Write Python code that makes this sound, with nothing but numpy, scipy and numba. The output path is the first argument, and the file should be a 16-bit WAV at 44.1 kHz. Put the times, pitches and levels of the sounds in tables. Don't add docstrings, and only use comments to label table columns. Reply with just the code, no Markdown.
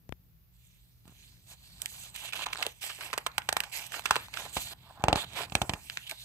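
import sys
import numpy as np
from scipy import signal
from scipy.fft import rfft, irfft, next_fast_len
from scipy.io import wavfile
from numba import njit

SR = 44100
rng = np.random.default_rng(int(sys.argv[2]) if len(sys.argv) > 2 else 0)


def store_pcm(level_fs):
    pcm = np.round(np.clip(level_fs, -1, 1) * 32767).astype(np.int16)
    wavfile.write(sys.argv[1], SR, np.atleast_2d(pcm).T)


def magnitude_from_level(level_db):
    exponent = np.asarray(level_db, float) / 20
    return 10 ** exponent


N = 275360


# f/Hz, level/dB per Hz
FRICTION_SPECTRUM = [(150, -40), (250, -13.5), (319, -4), (354, -9), (618, -1), (686, 3), (1640, 0),
                     (2570, -5), (5730, -4), (8260, -7.5), (9830, -9), (14400, -5.5), (16000, -9)]
# t/s, ring of the air gap f/Hz, hiss over friction level/dB, ring level/dB
FINGERTIPS = [(.5, 3350, -0.5, -13), (1.3, 4370, -3.5, -6.5), (1.5, 3500, 0.5, -17), (1.58, 4500, -3, 7),
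              (1.78, 4500, -1, 6.5), (1.9, 2960, 4, -21), (2.3, 2840, -6, -2.5), (2.45, 2650, -9.5, -0.5),
              (2.62, 2600, -9, -16), (2.82, 3600, -2, -5), (3.05, 2600, -4.5, -10.5), (3.3, 2280, -5.5, -1),
              (3.8, 2150, -1.5, -6), (3.93, 3140, -2.5, 0), (4.2, 2130, -9, -28), (4.4, 3540, -3.5, -6),
              (4.65, 4450, -0.5, -12), (4.8, 3280, -9, -11), (5.2, 3580, -7, -4), (5.36, 3760, -9.5, -7),
              (5.46, 3800, -7, -3.5), (5.55, 2600, 6.5, -17), (5.98, 2600, -3, -7), (6.07, 2970, -5.5, 7),
              (6.11, 3600, -3.5, 0.5), (6.2, 3830, -1.5, 3)]
PATCH_EDGES = (3500, 5500, 7200, 9300, 12000, 16000)


def strokes():
    (rub, load, carried), (ring_hz, dry_db, ring_db) = hand(), in_time(FINGERTIPS)
    body_top_hz, friction_top_hz = 1890, 4420
    catch = magnitude_from_level(1 * drift(42))
    grain = magnitude_from_level(3 * drift(130))

    speck_here = rng.random(N) < 600 * magnitude_from_level(3 * drift(25)) / SR
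    speck_db = 6 + 2.5 * np.minimum(rng.exponential(size=N), 3)
    grit = speck_here * magnitude_from_level(speck_db)

    def below(hz, edge_hz):
        return 1 / (1 + (hz / edge_hz) ** 10)

    def three_shares(hz):
        low, middle = below(hz, body_top_hz), below(hz, friction_top_hz)
        shares = np.array([low, middle - low, 1 - middle])[:, None]
        return magnitude_from_level(at_hz(FRICTION_SPECTRUM, hz)) * shares

    rubbing = (catch + grit) * rng.standard_normal((2, N))
    body, friction, hiss = coloured(rubbing, three_shares)

    gap_r = np.exp(-np.pi * 380 / SR)
    ring = moving_resonance(np.ascontiguousarray(friction), ring_hz, gap_r, SR)
    friction = rms_one(friction + magnitude_from_level(ring_db) * ring)

    patches = 0
    for k, (low_hz, high_hz) in enumerate(zip(PATCH_EDGES, PATCH_EDGES[1:])):
        patches = patches + magnitude_from_level(2.5 * drift(22.0)) * band(hiss, low_hz, high_hz) * (-1) ** k

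    flexing = rms_one(0.5 * body + resonance(body, 874, 400))
    sheet = magnitude_from_level(3.2 * drift(21.1)) * (load * rms_one(grain * body) + carried * flexing)
    skin = rms_one(np.sqrt(grain)) * friction + magnitude_from_level(dry_db) * rms_one(patches)
    return sheet + rub * skin


# start t/s, fastest t/s, stop t/s, level/dB, weight on the sheet level/dB
FINGER_STROKES = [(1.785, 1.822, 1.88, -59, -0.5), (1.878, 2.04, 2.104, -52, -12),
                  (2.142, 2.262, 2.317, -46, -11.5), (2.324, 2.36, 2.41, -43.5, -6),
                  (2.385, 2.434, 2.45, -40, -9), (2.45, 2.458, 2.65, -69, -12),
                  (2.461, 2.66, 2.69, -48.5, 0), (2.68, 2.685, 2.73, -53.5, -23),
                  (2.81, 2.832, 2.92, -43.5, -10.5), (2.904, 2.9, 2.99, -49.5, -17),
                  (2.984, 3.044, 3.11, -47.5, -2.5), (3.719, 3.741, 3.88, -43.5, -14.5),
                  (3.918, 3.931, 4.02, -45, -2), (4.037, 4.14, 4.27, -47, -5),
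                  (4.33, 4.394, 4.47, -46.5, -2), (4.43, 4.442, 4.55, -53.5, -6),
                  (4.527, 4.568, 4.71, -44.5, -11.5), (4.618, 4.66, 4.71, -53, -7.5),
                  (4.68, 4.725, 4.738, -47.5, -7.5), (5.156, 5.17, 5.25, -38.5, -4),
                  (5.301, 5.35, 5.42, -51, -10.5), (5.35, 5.365, 5.41, -40.5, -1.5),
                  (5.38, 5.42, 5.464, -42, -4), (5.9, 5.905, 6.16, -58.5, -11.5),
                  (5.975, 5.99, 5.98, -54, -21), (6.066, 6.098, 6.08, -42.5, -18),
                  (6.106, 6.118, 6.136, -54.5, 6), (6.145, 6.205, 6.3, -59, -27)]
HAND_APPROACH = [
    (0.528, 0.625, 0.96, -72, -31),
    (1.05, 1.053, 1.18, -72.5, 1.5),
    (1.093, 1.19, 1.42, -63.5, -21),
    (1.467, 1.517, 1.555, -57, -4),
    (1.594, 1.684, 1.83, -64.5, -11),
]
# t/s, creep level/dB, load on the sheet level/dB
HAND_CARRY = [(.5, -92, -13), (.57, -85.5, -39), (1.6, -69.5, -17), (2.1, -65, -4.5), (2.78, -66.5, -11.5),
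              (3.11, -59.5, -6), (3.3, -65.5, 3.5), (3.45, -64.5, -4), (3.6, -62, 6.5), (4.25, -57.5, -10),
              (4.76, -70.5, -10.5), (4.85, -63, -2.5), (5.03, -71, 16), (5.15, -70, 19), (5.26, -58.5, -7),
              (5.56, -67.5, 5), (5.77, -63.5, 7.5), (5.88, -59, -18)]


def hand():
    speed_up_db, slow_down_db = 8.5, 12
    finger_touch_s, brush_touch_s = 0.0054, 0.025
    creep_db, load_db = in_time(HAND_CARRY)
    rub, load, t = magnitude_from_level(creep_db), 0, np.arange(N) / SR
    moves = [(*row, brush_touch_s) for row in HAND_APPROACH]
    moves += [(*row, finger_touch_s) for row in FINGER_STROKES]
    for start, fastest, stop, db, weight_db, touch_s in moves:
        before = np.clip((fastest - t) / max(fastest - start, finger_touch_s), 0, 1)
        after = np.clip((t - fastest) / max(stop - fastest, finger_touch_s), 0, 1)
        touch = np.clip(np.minimum(t - start, stop - t) / touch_s + .5, 0, 1)
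        stroke = touch * magnitude_from_level(db - speed_up_db * before - slow_down_db * after ** 2)
        rub = np.hypot(rub, stroke)
        load = np.hypot(load, stroke * magnitude_from_level(weight_db))
    return rub, load, magnitude_from_level(creep_db + load_db)


# t/s, peak level/dB, ring f/Hz
EDGE_SLIPS = [(1.899, -43, 4220), (2.421, -19, 2590), (2.435, -36, 2640), (2.467, -16, 1020),
              (2.487, -29, 2690), (2.503, -35, 2600), (3.419, -27.5, 1470), (3.651, -34, 1320),
              (3.663, -51, 915), (3.672, -46, 905), (4.954, -49, 796.7), (4.965, -49, 800),
              (4.975, -46, 821), (5.006, -39.5, 848), (5.023, -36.5, 800), (5.154, -23, 1084),
              (5.501, -42, 2520), (2.3244, -25, 2593), (3.7164, -37.5, 2100)]
# t/s, peak level/dB, ring f/Hz
EDGE_RATCHET = [(2.549, -31, 990), (2.569, -33, 1500), (2.574, -23, 1510), (2.586, -29.5, 961),
                (2.591, -26.5, 993), (2.597, -31, 900), (2.605, -27, 950), (2.611, -31, 1000),
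                (2.618, -35, 900), (2.637, -33, 791), (2.644, -45, 937), (2.651, -35, 705),
                (2.657, -38, 1000)]
# t/s, peak level/dB, ring f/Hz
GRIT_CATCHES = [(2.194, -30, 2040), (2.229, -44, 2710), (2.261, -38, 2770), (2.288, -30, 1470),
                (2.344, -35, 1500), (2.365, -24, 1290), (2.375, -30, 2080), (2.383, -33, 1000),
                (2.393, -25, 1200), (2.404, -31, 1500), (2.411, -24, 1200), (2.429, -27, 1480),
                (2.453, -59, 1100), (3.125, -45, 2300), (3.317, -41, 3800), (3.374, -54, 2500),
                (3.949, -41, 1500), (4.132, -37, 900), (4.453, -32, 598), (3.102, -34, 2080),
                (4.142, -33, 2000), (4.148, -31, 1300), (4.284, -32, 974), (5.334, -29.5, 740),
                (5.359, -29, 900), (5.364, -32, 972), (5.498, -35, 775)]


def page_edge():
    edge = slips(EDGE_SLIPS, edge_hz=2300, edge_share=0.19, trim_db=-6.5, scratch_s=.0015, top_hz=6400)
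    edge = edge + slips(EDGE_RATCHET, edge_hz=3200, edge_share=0.46, trim_db=-3.0, scratch_s=.0006, top_hz=8700)
    return edge + slips(GRIT_CATCHES, edge_hz=1400, edge_share=0.3, trim_db=-4.5, scratch_s=0.001, top_hz=6420)


def slips(rows, edge_hz, edge_share, trim_db, scratch_s, top_hz):
    t = np.arange(400) / SR
    scratches = np.exp(-t / scratch_s) * rng.laplace(size=(len(rows), 2, len(t)))
    rings = []
    for scratch, (_, _, hz) in zip(scratches, rows):
        ring = resonance(scratch, hz, 390) + edge_share * resonance(scratch, edge_hz, 1140)
        rings.append(ring + 0.025 * band(scratch, 630, top_hz))
    s, peak_db, _ = np.transpose(rows)[:, :, None, None]
    return placed(s.ravel(), magnitude_from_level(peak_db + trim_db) * peak_one(band(np.array(rings), 560, top_hz)))


# t/s, crack level/dB, ring f/Hz, bright level/dB, length/ms
PRESSED_CREASES = [(1.8183, -30.5, 3000, 6.5, 0.85), (1.8586, -24.5, 3020, 0, 0.56),
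                   (2.1531, -35, 2620, -33, 7.7), (2.1614, -29.5, 2860, -3, 3.1),
                   (2.3334, -24, 2280, -18, 4.9), (2.4621, -25, 1310, -14.5, 3.5),
                   (2.5309, -20, 2190, -19, 3.5), (2.557, -29, 1470, -22, 0.61),
                   (2.6262, -18, 2280, -15, 2.6), (2.6652, -19.5, 2600, -8, 0.56),
                   (2.666, -25.5, 455, -1.5, 1.05), (2.8245, -38.5, 2090, -4, 6.2),
                   (2.8987, -28, 1510, -39, 9.8)]
LIFTED_CREASES = [(3.0085, -28, 1300, -16, 11), (3.1118, -38, 2100, -18, 0.5),
                  (3.1301, -19, 1170, -14, 1.9), (3.1355, -22, 900, -20, 4.6), (3.1774, -16, 910, -13, 2.2),
                  (3.182, -25, 1500, -8.5, 1.145), (3.2638, -16, 1060, -18, 0.98),
                  (3.2675, -18.5, 960, -10, 1.4), (3.3805, -11.5, 901, -14.5, 2.07),
                  (3.4888, -12.5, 1010, -14, 1.5), (3.4912, -16, 1170, -12.5, 0.51),
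                  (3.5257, -22, 1430, -22, 0.71), (3.5272, -17, 865, -8.5, 1.1),
                  (3.567, -12.5, 1010, -14.5, 0.66), (3.5685, -19.5, 2100, -6, 0.7),
                  (3.6033, -13.5, 1570, -11.5, 1.2), (3.6363, -25, 1360, -14.5, 4.2),
                  (3.92, -29.5, 1560, -9, 1.8), (3.9422, -27, 1370, -21.5, 0.19),
                  (3.9937, -26, 970, -10.5, 1.2), (4.021, -43, 2090, -16.5, 0.74),
                  (4.0562, -15, 1100, -14, 1.2), (4.0592, -19, 2190, -17, 2.3),
                  (4.1075, -19.5, 970, -17, 0.63), (4.1088, -5.5, 950, -14.5, 0.6),
                  (4.1125, -23, 1000, -13, 1.0), (4.157, -15.5, 1430, -9.5, 0.21),
                  (4.1634, -13, 785, -24, 1.2), (4.339, -27.5, 2600, -14.5, 3.5),
                  (4.3715, -22, 1910, -27, 2.7), (4.5675, -20, 997, -25, 3.2),
                  (4.5725, -28.5, 1100, -12, 3.54), (5.8985, -23, 2600, -21, 0.52),
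                  (5.9722, -20, 2800, -26, 0.39), (6.0945, -27.5, 3260, -9, 7.4),
                  (6.111, -23.5, 3558, -12, 2.1), (6.117, -35, 710, -27, 7.1)]


def corner():
    return creases(PRESSED_CREASES, rise_share=.6) + creases(LIFTED_CREASES, rise_share=.15)


def creases(rows, rise_share):
    s, crack_db, ring_hz, tone_db, ms = np.transpose(rows)[:, :, None, None]
    ring_db = crack_db - 7 - 2.5 * np.log2(ms)
    bright_db = crack_db + tone_db
    cracks, shove = crack_burst(ms, rise_share)

    after_ms = np.maximum(np.arange(cracks.shape[-1]) / SR - .005, 0) * 1000
    tearing = np.exp(-(after_ms / (1.6 * ms + 1)) ** 2)
    drive = shove + 0.27 * cracks * tearing
    pitches = ring_hz.ravel()
    ring = np.array([resonance(resonance(d, hz, 0.9 * hz), hz, 0.62 * hz) for d, hz in zip(drive, pitches)])
    crack = np.array([band(c, 0.56 * hz, 3510) for c, hz in zip(cracks, pitches)])

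    out = magnitude_from_level(crack_db - 3.0) * peak_one(crack)
    out = out - magnitude_from_level(bright_db + 2.0) * peak_one(band(cracks, 6200, 19700))
    out = out - magnitude_from_level(crack_db - 18) * peak_one(band(cracks, 2200, 7440))
    air = 0.036 * peak_one(band(shove, 44.5, 170)) + 0.13 * peak_one(band(drive, 410, 750))
    out = out + magnitude_from_level(ring_db + 1.5) * (peak_one(ring) + 1000 / ring_hz * air)
    return placed(s.ravel() - .0045, out)


def crack_burst(ms, rise_share):
    t = np.arange(2200) / SR - .005
    length, after = np.clip(ms, .2, 8) / 1000, np.maximum(t, 0)
    burst = np.exp(np.minimum(t, 0) / (rise_share * length) - (after / (1.16 * length)) ** 1.02)
    burst = burst + 0.085 * (t > 0) * np.exp(-after / 0.0097)
    shove = -after / 0.00015 * np.exp(-after / 0.00011) * np.ones((len(ms), 2, 1))
    return burst * rng.laplace(size=(len(ms), 2, len(t))), shove


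# t/s, crack peak level/dB, sheet body level/dB, bright level/dB,
# length/ms
SHEET_SNAPS = [(1.0544, -56, -63, -73, 0.79), (1.078, -52, -59, -36, 2.1), (1.094, -58, -60, -62, 1.4),
               (1.121, -65, -70, -70, 1.3), (4.567, -30, -30, -28, 7.5), (4.5705, -28, -43, -21.5, 9.3),
               (4.997, -49, -51.5, -66, 1.11), (5.039, -21, -16.5, -43, 0.86),
               (5.083, -13.5, -12.5, -32, 0.53), (5.1283, -14, -15.5, -40, 0.95),
               (5.1574, -21, -23, -45.5, 1.7), (5.5212, -35.5, -37, -43.5, 2.5),
               (5.552, -11, -22, -7, 0.96), (5.6165, -22, -21.5, -16, 2.35),
               (5.6943, -18.5, -23.5, -29, 2.25), (5.7353, -22, -29.5, -27, 1.9)]
# f/Hz, width f/Hz, level/dB
SHEET_MODES = [(756, 200, 5.5), (1100, 68, -10.5), (416, 370, -11.5), (293, 106, -1.5), (583, 180, -4.5)]


def snaps():
    s, crack_db, body_db, bright_db, ms = np.transpose(SHEET_SNAPS)[:, :, None, None]
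    thump_db = -17 + 0.64 * body_db
    cracks, shove = crack_burst(ms, rise_share=0.04)
    body = sum(magnitude_from_level(db) * resonance(shove + 0.15 * cracks, hz, width) for hz, width, db in SHEET_MODES)

    out = magnitude_from_level(crack_db + 0.5) * peak_one(band(cracks, 1590, 3550))
    out = out - magnitude_from_level(bright_db - 13.5) * peak_one(band(cracks, 4800, 24000))
    out = out + magnitude_from_level(body_db + 7.5) * peak_one(body)
    out = out + magnitude_from_level(thump_db + 8.5) * peak_one(band(shove, 38.5, 230))

    t = np.arange(out.shape[-1]) / SR - .007
    flutter = rms_one(band(rng.standard_normal(out.shape[::2])[:, None], 175, 900))
    shudder = (t > 0) * np.exp(-t / 0.025) * flutter
    out = out + magnitude_from_level(body_db - 19) * shudder
    out = out + magnitude_from_level(crack_db - 43) * peak_one(band(cracks, 2600, 5440))
    return placed(s.ravel() - .0045, out)


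def hand_echo(paths):
    at = np.arange(N)
    lag = SR / in_time(FINGERTIPS)[0] * magnitude_from_level(1.74 * drift(2.2))
    return paths + 0.29 * np.array([np.interp(at - lag, at, path) for path in paths])


# t/s, pull level/dB, rattle level/dB, swing level/dB, edge f/Hz
BUTTON_TICKS = [
    (0.0931, -33, -5, -25, 1100),
    (0.1244, -25.5, -3.5, -32, 2220),
]


def button():
    s, pull_db, tick_db, swing_db, edge_hz = np.transpose(BUTTON_TICKS)[:, :, None]
    swing_hz, swing_s, swing_rise_s = 43, 0.0063, 0.0023
    t = np.arange(2000) / SR - .005
    before, after = np.minimum(t, 0), np.maximum(t, 0)
    pull = -(np.exp(before / .0004) + 0.2 * np.exp(before / 0.0015)) * (t < 0)
    swing = (1 - np.exp(-after / swing_rise_s)) * np.exp(-after / swing_s)
    swing = swing * np.cos(2 * np.pi * swing_hz * after)
    rattle = np.exp(before / 0.00071 - after / 0.00017) * rng.standard_normal((len(BUTTON_TICKS), len(t)))
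    moves = magnitude_from_level(pull_db + 6) * pull + magnitude_from_level(swing_db + 1) * swing
    push = np.array([band(move, 6.8, hz) for move, hz in zip(moves, edge_hz.ravel())])
    tick = push + magnitude_from_level(tick_db - 20.5) * resonance(rattle, 2400, 1900)
    return placed(s.ravel() - .005, tick[:, None] * [[1], [.05]])


# f/Hz, width f/Hz, level/dB
CASE_MODES = [(2600, 2600, 0), (4190, 540, 2.5), (7960, 955, 11.5), (11910, 620, 7)]
# f/Hz, share
COMMON_SHARE = [(60, .95), (700, .97), (2000, .8), (6000, .65), (14000, .45)]
# f/Hz, level/dB
LEFT_SHADE = [(60, -4.5), (110, -6), (200, -4.5), (380, -1.5), (700, -1), (1290, -3.5), (2380, -10.5),
              (4400, -6.5), (8120, -9.5), (15000, -2.5)]
# f/Hz, phase/rad
LEFT_PHASE = [(0, 0), (1210, -0.7), (1550, -0.2), (2330, 5.0), (3790, 2.9), (4570, 4.8), (5860, 4.8),
              (7240, 9.0), (8790, 10.8), (10900, 6.0), (12500, 0.2), (12900, -0.3), (15200, 8.9),
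              (16200, 5.6)]


def ports(paths):
    paths = paths + sum((magnitude_from_level(db) - 1) * resonance(paths, hz, width) for hz, width, db in CASE_MODES)

    def same(hz):
        return np.clip(at_hz(COMMON_SHARE, hz), 0, 1)

    def shade(hz):
        return magnitude_from_level(at_hz(LEFT_SHADE, hz) / 2)

    def lead(hz):
        return np.exp(1j * np.interp(hz, *np.transpose(LEFT_PHASE)))

    left = coloured(paths[0], lambda hz: same(hz) * lead(hz) * shade(hz))
    left = left + coloured(paths[1], lambda hz: np.sqrt(1 - same(hz) ** 2) * shade(hz))
    return np.array([left, coloured(paths[0], lambda hz: 1 / shade(hz))])


# t/s, extra left minus right treble level/dB
PAGE_BEARING = [(0.5, 2), (1.0, 2.5), (1.75, 3.5), (1.86, -0.5), (1.95, 4), (2.2, 1), (3.0, 1.5),
                (3.6, -0.5), (4.1, -0.5), (4.25, 7.5), (4.36, -1), (4.66, 2.5), (4.9, -2.5), (5.2, 1.5),
                (5.4, -3), (5.64, 0.5), (5.95, 3), (6.2, 3)]


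def turned(pair):
    treble = coloured(pair, lambda hz: 1 - 1 / (1 + (hz / 1300) ** 4))
    return pair + (magnitude_from_level(in_time(PAGE_BEARING)[0] * [[.5], [-.5]]) - 1) * treble


def room(x):
    t60_s, tail_db, wall_echo_s, wall_echo_db = 0.19, -12, 0.0046, -30
    t = np.arange(SR // 3) / SR
    tail = rng.standard_normal((2, len(t))) * magnitude_from_level(-60 * t / t60_s) * (t > .004)
    tail = magnitude_from_level(tail_db) * tail / np.sqrt(np.sum(tail[0] ** 2))
    tail[:, round(wall_echo_s * SR)] += magnitude_from_level(wall_echo_db)
    dull = magnitude_from_level(-3) * band(tail, 270, 1180) - band(tail, 1170, 2580)
    book_gap = 0.8 * resonance(tail, 2150, 350)
    return signal.fftconvolve(x[None], dull + book_gap, axes=1)[:, :N]


# f/Hz, level/dB per Hz
PORT_HISS = [(180, -20), (300, -4), (488, -8), (531, -8.5), (5100, -13), (9180, -23), (12800, -2),
             (15700, -4.5), (16500, -34)]
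# f/Hz, level/dB per Hz
ROOM_RUMBLE = [(15, -40), (25, -38), (48, 8), (92, -5), (124, -4), (146, -10), (180, -1), (199, -25.5),
               (400, -51), (520, -82), (880, -120)]
# t/s, level/dB
RUMBLE_SWELLS = [(0.0, -61.5), (0.68, -72.5), (1.36, -59.5), (2.62, -59), (2.95, -67), (3.44, -56),
                 (3.79, -63.5), (4.14, -54), (4.99, -56), (5.16, -49.5), (5.65, -43.5), (5.91, -59),
                 (6.24, -61)]
# f/Hz, rms level/dB
MAINS_HUM = [(120, -70.5)]


def floor():
    hiss_noise = coloured(rng.standard_normal((2, N)), lambda hz: magnitude_from_level(at_hz(PORT_HISS, hz)))
    hiss = magnitude_from_level(-74 + 4.0) * rms_one(hiss_noise)
    mid, side = rms_one(coloured(rng.standard_normal((2, N)), lambda hz: magnitude_from_level(at_hz(ROOM_RUMBLE, hz))))
    still = magnitude_from_level(-63.5) * (mid + 0.62 * side * [[1], [-1]])
    swell_db = in_time(RUMBLE_SWELLS)[0] - 5.5 + 1.7 * drift(2.9)
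    swell = magnitude_from_level(swell_db) * rms_one(band(rng.standard_normal(N), 45, 157.0))
    hum = sum(magnitude_from_level(db + 5.5) * np.sin(2 * np.pi * hz * np.arange(N) / SR) for hz, db in MAINS_HUM)
    return hiss + still + swell + hum


def rms_one(x):
    return x / np.sqrt(np.mean(x ** 2) + 1e-20)


def peak_one(rows):
    return rows / np.abs(rows).max(axis=-1, keepdims=True)


def in_time(rows):
    s, *columns = np.transpose(rows)
    return [np.interp(np.arange(N) / SR, s, c) for c in columns]


def at_hz(points, hz):
    point_hz, value = np.transpose(points)
    return np.interp(np.log(hz + 1), np.log(point_hz + 1), value)


def coloured(x, gain_at):
    size = next_fast_len(x.shape[-1])
    hz = np.arange(size // 2 + 1) * SR / size
    return irfft(rfft(x, size) * gain_at(hz), size)[..., :x.shape[-1]]


def band(x, low_hz, high_hz):
    sos = signal.butter(2, [low_hz, min(high_hz, .45 * SR)], "band", fs=SR, output="sos")
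    return signal.sosfilt(sos, x)


def resonance(x, hz, width_hz):
    r = np.exp(-np.pi * width_hz / SR)
    poles = [1, -2 * r * np.cos(2 * np.pi * hz / SR), r * r]
    return signal.lfilter(np.array([1, 0, -1]) * (1 - r * r) / 2, poles, x)


@njit
def moving_resonance(x, hz, r, rate):
    y = np.zeros_like(x)
    for i in range(2, x.shape[1]):
        turn = 2 * r * np.cos(2 * np.pi * hz[i] / rate)
        for c in range(x.shape[0]):
            y[c, i] = x[c, i] - x[c, i - 2] + turn * y[c, i - 1] - r * r * y[c, i - 2]
    return y * (1 - r * r) / 2


def drift(rate):
    r = np.exp(-2 * np.pi * rate / SR)
    return rms_one(signal.lfilter([1], [1, -2 * r, r * r], rng.standard_normal(N + SR))[SR:])


def placed(times, bursts):
    length = bursts.shape[-1]
    out = np.zeros(bursts.shape[1:-1] + (N + length,))
    for s, burst in zip(times, bursts):
        start = round(s * SR)
        out[..., start:start + length] += burst
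    return out[..., :N]


def scene():
    page = hand_echo(strokes() + page_edge()) + corner() + snaps()
    return turned(ports(page)) + room(page[0]) + button() + floor()


def band_limit(x):
    return signal.sosfilt(signal.butter(12, 16650, fs=SR, output="sos"), x)


def record(dry):
    overload = 0.65
    rounded = overload * np.tanh(dry / overload)
    top_cut = signal.sosfilt(signal.cheby2(12, 25, 15750, fs=SR, output="sos"), rounded)
    mix = band(band(top_cut, 37, 20000), 37, 20000)
    return band_limit(mix)


dry = scene()
out = record(dry)
store_pcm(out)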